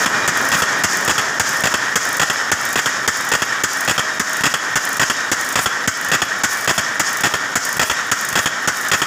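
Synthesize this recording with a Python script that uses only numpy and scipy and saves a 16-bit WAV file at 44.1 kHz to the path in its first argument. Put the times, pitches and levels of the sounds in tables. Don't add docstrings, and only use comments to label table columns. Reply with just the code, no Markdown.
import sys
import numpy as np
from scipy import signal
from scipy.fft import rfft, irfft, next_fast_len
from scipy.io import wavfile
from scipy.ndimage import uniform_filter1d, minimum_filter1d

SR = 44100
rng = np.random.default_rng(int(sys.argv[2]) if len(sys.argv) > 2 else 0)


def store_pcm(level_fs):
    pcm = np.round(np.clip(level_fs, -1, 1) * 32767).astype(np.int16)
    wavfile.write(sys.argv[1], SR, np.atleast_2d(pcm).T)


N = 399546
TIME = np.arange(N) / SR
FIRST_STROKE_S, STROKE_S = .2762, .55987
STROKES = (TIME - FIRST_STROKE_S) / STROKE_S

# f/Hz, relative level/dB
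MOTOR_SPECTRUM = [(20, -25), (38, -13), (62, -20), (115, -3), (270, -1.5), (400, -0.5), (750, 0), (1200, 0),
                  (3000, -16), (8000, -66)]
GEAR_SPECTRUM = [(100, -38.5), (600, -13.5), (1000, -3.5), (1300, 1.5), (1680, 4), (1870, 7.5),
                 (2020, -4.5), (2200, -8), (2650, -14.5), (2950, -11), (3350, -9.5), (3900, -16.5),
                 (6000, -24), (12000, -34.5)]
SCRAPE_SPECTRUM = [(1500, -34), (3000, -10), (4100, -11), (4800, 1.5), (5400, 5), (5900, 2.5), (6650, 5.5),
                   (7500, 0), (8400, -11.5), (9800, -14), (11500, -17.5), (15200, -24)]
FIZZ_SPECTRUM = [(5000, -10), (8000, 1), (9800, 2.5), (11300, -5), (13100, 0), (14000, -4), (14900, 1),
                 (16000, -11)]
FLICK_SPECTRUM = [(2000, -47), (5000, -2), (6500, 11.5), (8500, 3.5), (9750, -6), (10900, -1), (12300, -22),
                  (13150, 7), (14000, -6), (14900, -1), (16000, -23)]
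# f/Hz, bandwidth/Hz, level/dB relative to the rumble
HUM_TONES = [(234, 15, -19.5), (275.4, 8.7, -16), (1840, 45, -8), (2406, 10, -13)]
# f/Hz, bandwidth/Hz, level/dB
WHINE_TONES = [(632, 2.2, -46), (1555, 9.4, -39), (2290, 10, -42.5), (3746, 12, -46.5), (5420, 37, -42.5)]
GEAR_MESHES = [(53, .8), (86, .7)]
# t/s into the stroke, half-width/s, gain/dB
LOAD_SWELLS = [(0.087, .06, 2), (0.443, 0.041, 2)]
# t/s into the stroke, half-width/s, scrape gain/dB, fizz gain/dB
RUB_SWELLS = [(0.072, 0.04, 9, 10), (0.168, 0.1, 2.5, 12.5), (0.32, 0.058, 6.5, 19.5),
              (0.426, 0.057, 3.5, -7), (0.516, .014, -0.5, 13.5)]
# t/s, duration/s, f/Hz, level/dB
STEEL_SQUEALS = [(.22, 0.055, 3820, -31), (2.292, 0.23, 5350, -34), (2.941, 0.076, 3746, -33),
                 (3.182, 0.083, 3746, -36), (8.843, .08, 3746, -35)]
# f/Hz, relative level/dB, T60/s
BARB_MODES = [(9750, -5, .02), (13100, -7, .016), (14900, -8, .016)]
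CUT_END_MODES = [(4800, -29, .05), (10800, -31.5, 0.032), (12200, -30, .06)]
BED_MODES = [(105, -34, 0.018), (182, -19.5, 0.042), (332, -41, 0.014)]
FEED_MODES = [(1472, -26, 0.081), (1775, -14, 0.081), (2220, -18, 0.049), (6960, -12, 0.023),
              (10300, -19, 0.015), (12100, -23, 0.016), (14550, -19, .012)]
CUTTER_MODES = [(1874, -7.5, 0.024), (2603, -12, 0.016), (3293, -17, 0.034), (6830, -24, 0.023)]
LEVER_MODES = [(1356, -4.5, 0.019), (3196, -19.5, 0.047), (3350, -10, 0.022), (4480, -22.5, 0.054),
               (5290, -15, 0.035), (6780, -17, 0.071), (9500, -37, .04), (14700, -22, .025)]
# lower edge f/Hz, rise time/s, T60/s before scaling
FRAME_BANDS = [(19.7, 0.0017, 0.043), (343, 0.0017, 0.037), (1033, 0.0073, 0.059), (2260, 0.0014, 0.045),
               (4580, 0.0012, 0.069), (8180, 0.0011, 0.049)]
# f/Hz, relative level/dB
FEED_SPECTRUM = [(35, -21), (100, -0.5), (600, -1.5), (1000, -0.5), (1500, 7.5), (2050, 3), (2300, -9),
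                 (3300, -5.5), (4000, -14), (5400, -9.5), (6900, -5.5), (8600, -15), (11500, -22.5),
                 (15200, -22)]
CUT_SPECTRUM = [(35, -25), (110, -3), (800, -1), (1400, 5), (1850, 5), (2200, -6.5), (3400, -7),
                (4000, -15.5), (5300, -11), (6200, -14.5), (6800, -6.5), (8600, -19.5), (12000, -25.5),
                (15000, -22)]
LEVER_SPECTRUM = [(35, -12), (110, -1), (800, 1.5), (1350, 6.5), (1850, 9.5), (2200, -3), (3000, -1.5),
                  (3330, 1), (3800, -14.5), (5300, -12.5), (6800, -7), (8600, -14), (12000, -21),
                  (15000, -33)]
# delay/s, relative level/dB
FEED_CONTACTS = [(.0005, 10.5), (.004, 1), (.009, 0.5), (.015, -5.5)]
CUT_CONTACTS = [(.0005, 9.4), (.008, 2.2), (0.0187, 6.9), (.027, 2), (0.0343, 4.5)]
LEVER_CONTACTS = [(.0005, 10), (0.014, -0.5)]
# t/s, relative level/dB
SLACK_KNOCKS = [(4.408, -1), (6.087, -10), (7.208, -11), (7.768, -8), (8.328, -4)]


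def amp(db):
    return 10 ** (np.asarray(db) / 20)


def unit(x):
    return x / np.sqrt(np.mean(x ** 2) + 1e-20)


def convolve(x, response):
    return signal.oaconvolve(x, response)[:N]


def colour(x, spectrum, size=8192):
    hz, db = np.transpose(spectrum)
    log_f = np.log(abs(np.fft.fftfreq(size, 1 / SR)) + 1)
    gain = unit(amp(np.interp(log_f, np.log(hz), db)))
    transfer = np.exp(np.conj(signal.hilbert(np.log(gain))))
    return convolve(x, np.fft.ifft(transfer).real[:size // 2])


def narrow_noise(hz, width_hz):
    size = next_fast_len(N)
    detuning = (np.fft.rfftfreq(size, 1 / SR) - hz) / (width_hz / 2)
    return unit(irfft(rfft(rng.standard_normal(size)) / (1 + detuning ** 2), size)[:N])


def ringing(modes):
    t = np.arange(SR // 10) / SR
    return sum(amp(db - 60 * t / t60) * np.sin(2 * np.pi * hz * t) for hz, db, t60 in modes)


def add(mix, s, sound):
    if s >= 0:
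        part = mix[round(s * SR):][:len(sound)]
        part += sound[:len(part)]


def heard_db(s, head_db, drive_db, walk_s=1.82):
    return head_db + drive_db * np.exp(-np.maximum(s, 0) / walk_s)


def each_stroke(into_s, head_db=0, drive_db=0):
    s = FIRST_STROKE_S + STROKE_S * np.arange(-1, N / SR / STROKE_S) + into_s
    return np.column_stack([s, heard_db(s, head_db, drive_db)])


def contacts(events, pattern, jitter_s, spread_db):
    rows = (np.array(events)[:, None] + np.array(pattern)).reshape(-1, 2)
    return rows + rng.standard_normal(rows.shape) * [jitter_s, spread_db]


def swells(into_s, half_s, db, variety=0.27):
    apart_s = ((STROKES - into_s[:, None] / STROKE_S + .5) % 1 - .5) * STROKE_S
    return db @ np.exp(-(apart_s / half_s[:, None]) ** 2) * (1 + variety * narrow_noise(0, 3.2))


def workshop(x, wet_db=-18, low_hz=700, t60=.55, treble_t60=.3):
    t = np.arange(SR // 2) / SR
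    noise = rng.standard_normal(len(t)) * (t > .008)
    noise = signal.sosfilt(signal.butter(2, low_hz, "high", fs=SR, output="sos"), noise)
    middle = signal.sosfilt(signal.butter(2, 5000, fs=SR, output="sos"), noise)
    tail = middle * amp(-60 * t / t60) + (noise - middle) * amp(-60 * t / treble_t60)
    return x + amp(wet_db) * convolve(x, tail / np.linalg.norm(tail))


def whines(tones):
    return sum(amp(db) * narrow_noise(hz, width) for hz, width, db in tones)


def motor(load_db):
    rumble = amp(0.32 * load_db) * colour(rng.standard_normal(N), MOTOR_SPECTRUM)
    return amp(heard_db(TIME, head_db=-33, drive_db=9.1)) * (rumble + whines(HUM_TONES))


def gears(load_db):
    phase = STROKES + 0.0017 * narrow_noise(0, 9.4)
    teeth = sum(strength * np.exp(-(phase * count % 1) / 0.21) for count, strength in GEAR_MESHES)
    uneven = amp(narrow_noise(0, 55))
    grind = unit((1.9 + teeth) * uneven * rng.standard_normal(N))
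    return amp(heard_db(TIME, head_db=-23.5, drive_db=4.9) + load_db) * colour(grind, GEAR_SPECTRUM)


def wire_friction(turns_per_stroke=15):
    into_s, half_s, scrape_db, fizz_db = np.transpose(RUB_SWELLS)
    scrape_gain = amp(heard_db(TIME, head_db=-33.5, drive_db=4.7) + swells(into_s, half_s, scrape_db))
    fizz_gain = amp(heard_db(TIME, head_db=-55, drive_db=1) + swells(into_s, half_s, fizz_db))
    pressure = 1 + .5 * np.exp(-(STROKES * turns_per_stroke % 1) / 0.65)
    grit = amp(0.43 * narrow_noise(0, 500))
    scrape = colour(unit(pressure * grit * rng.standard_normal(N)), SCRAPE_SPECTRUM)
    fizz = colour(unit(grit * rng.standard_normal(N)), FIZZ_SPECTRUM)
    return scrape_gain * scrape + fizz_gain * fizz


def squeals():
    tones = np.zeros(N)
    for s, length, hz, db in STEEL_SQUEALS:
        t = np.arange(round(length * SR)) / SR
        add(tones, s, amp(db) * np.sin(np.pi * t / length) * np.sin(2 * np.pi * hz * t))
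    return tones * amp(2.2 * narrow_noise(0, 40))


def wire_end(modes, spread):
    return ringing([(hz * (1 + spread * rng.standard_normal()), db, t60) for hz, db, t60 in modes])


def winding(turns=4, first_s=.0955, turn_s=.0385, growth_db=.5):
    ends = [(0, -21), (.0135, -31)]  # delay/s, relative level/dB
    flicks = [(first_s + turn * turn_s + delay_s, db + turn * growth_db)
              for turn in range(turns) for delay_s, db in ends]
    t = np.arange(SR // 25) / SR
    envelope = t / 0.0025 * np.exp(1 - t / 0.0022)
    scratches, zings = np.zeros((2, N))
    for s, db in contacts(each_stroke(0), flicks, jitter_s=.0012, spread_db=2.5):
        add(scratches, s, amp(db - 3) * envelope * rng.standard_normal(len(t)))
        add(zings, s + 0.00093, amp(db + 1.5) * wire_end(BARB_MODES, spread=.018))
    return colour(scratches, FLICK_SPECTRUM) + zings


def pings():
    sound = np.zeros(N)
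    for s, db in contacts(each_stroke(0), [(.376, -3)], jitter_s=.001, spread_db=3):
        add(sound, s, amp(db) * wire_end(CUT_END_MODES, spread=.006))
    return sound


def clacks(events, bounces, spectrum, modes, bed_db, t60_scale):
    t = np.arange(SR // 5) / SR
    edge_hz, rise, t60 = np.transpose(FRAME_BANDS)
    band = np.searchsorted(edge_hz, np.fft.rfftfreq(len(t), 1 / SR)) - 1
    masks = band == np.arange(len(FRAME_BANDS))[:, None]
    envelopes = (1 - np.exp(-t / rise[:, None])) * amp(-60 * t / (t60[:, None] * t60_scale))
    frame, taps = np.zeros((2, N))
    for s, db in contacts(events, bounces, jitter_s=.0003, spread_db=3):
        noise_bands = irfft(rfft(rng.standard_normal(len(t))) * masks, len(t))
        add(frame, s, amp(db) * (noise_bands * envelopes).sum(0))
        add(taps, s, amp([db]))
    return colour(frame, spectrum) + convolve(taps, ringing(modes) + amp(bed_db) * ringing(BED_MODES))


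def scene():
    feeds = each_stroke(0, head_db=-0.54, drive_db=-0.46)
    cuts = each_stroke(.2403, head_db=-0.5, drive_db=-4)
    drops = each_stroke(.3432, head_db=-6, drive_db=-1.6)
    feed = clacks(feeds, FEED_CONTACTS, FEED_SPECTRUM, FEED_MODES, bed_db=-4, t60_scale=0.93)
    cam = clacks(SLACK_KNOCKS, [(0, -7.5)], CUT_SPECTRUM, CUTTER_MODES, bed_db=9, t60_scale=0.5)
    cut = clacks(cuts, CUT_CONTACTS, CUT_SPECTRUM, CUTTER_MODES, bed_db=-4, t60_scale=0.79)
    lever = clacks(drops, LEVER_CONTACTS, LEVER_SPECTRUM, LEVER_MODES, bed_db=-8, t60_scale=0.88)
    impacts = workshop(feed + cam + cut + lever + winding() + pings())
    load_db = swells(*np.transpose(LOAD_SWELLS))
    drone = whines(WHINE_TONES) + motor(load_db) + gears(load_db)
    sound = drone + wire_friction() + squeals() + impacts
    return np.array([sound, sound])


def record(dry, threshold_db=-12, ahead_s=0.0069, low_cut_hz=55, high_cut_hz=15550):
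    heard = signal.sosfilt(signal.butter(3, low_cut_hz, "high", fs=SR, output="sos"), dry)
    power_db = 10 * np.log10(abs(uniform_filter1d(heard[0] ** 2, size=100)) + 1e-12)
    ahead = round(ahead_s * SR)
    over_db = np.maximum(power_db - threshold_db, 0)
    coming_db = -minimum_filter1d(-over_db, ahead, origin=-(ahead // 2))
    quick, slow = (np.maximum.accumulate(share * coming_db + TIME * recovery) - TIME * recovery
                   for share, recovery in [(1, 330), (0.57, 80)])
    duck_db = .88 * uniform_filter1d(np.maximum(quick, slow), size=200)
    clipped = np.clip(heard * amp(-duck_db), -.85, .85)
    low_pass = signal.firwin(601, high_cut_hz, window=("kaiser", 9), fs=SR)
    return signal.oaconvolve(clipped, low_pass[None], "same")


dry = scene()
out = record(dry)
store_pcm(out)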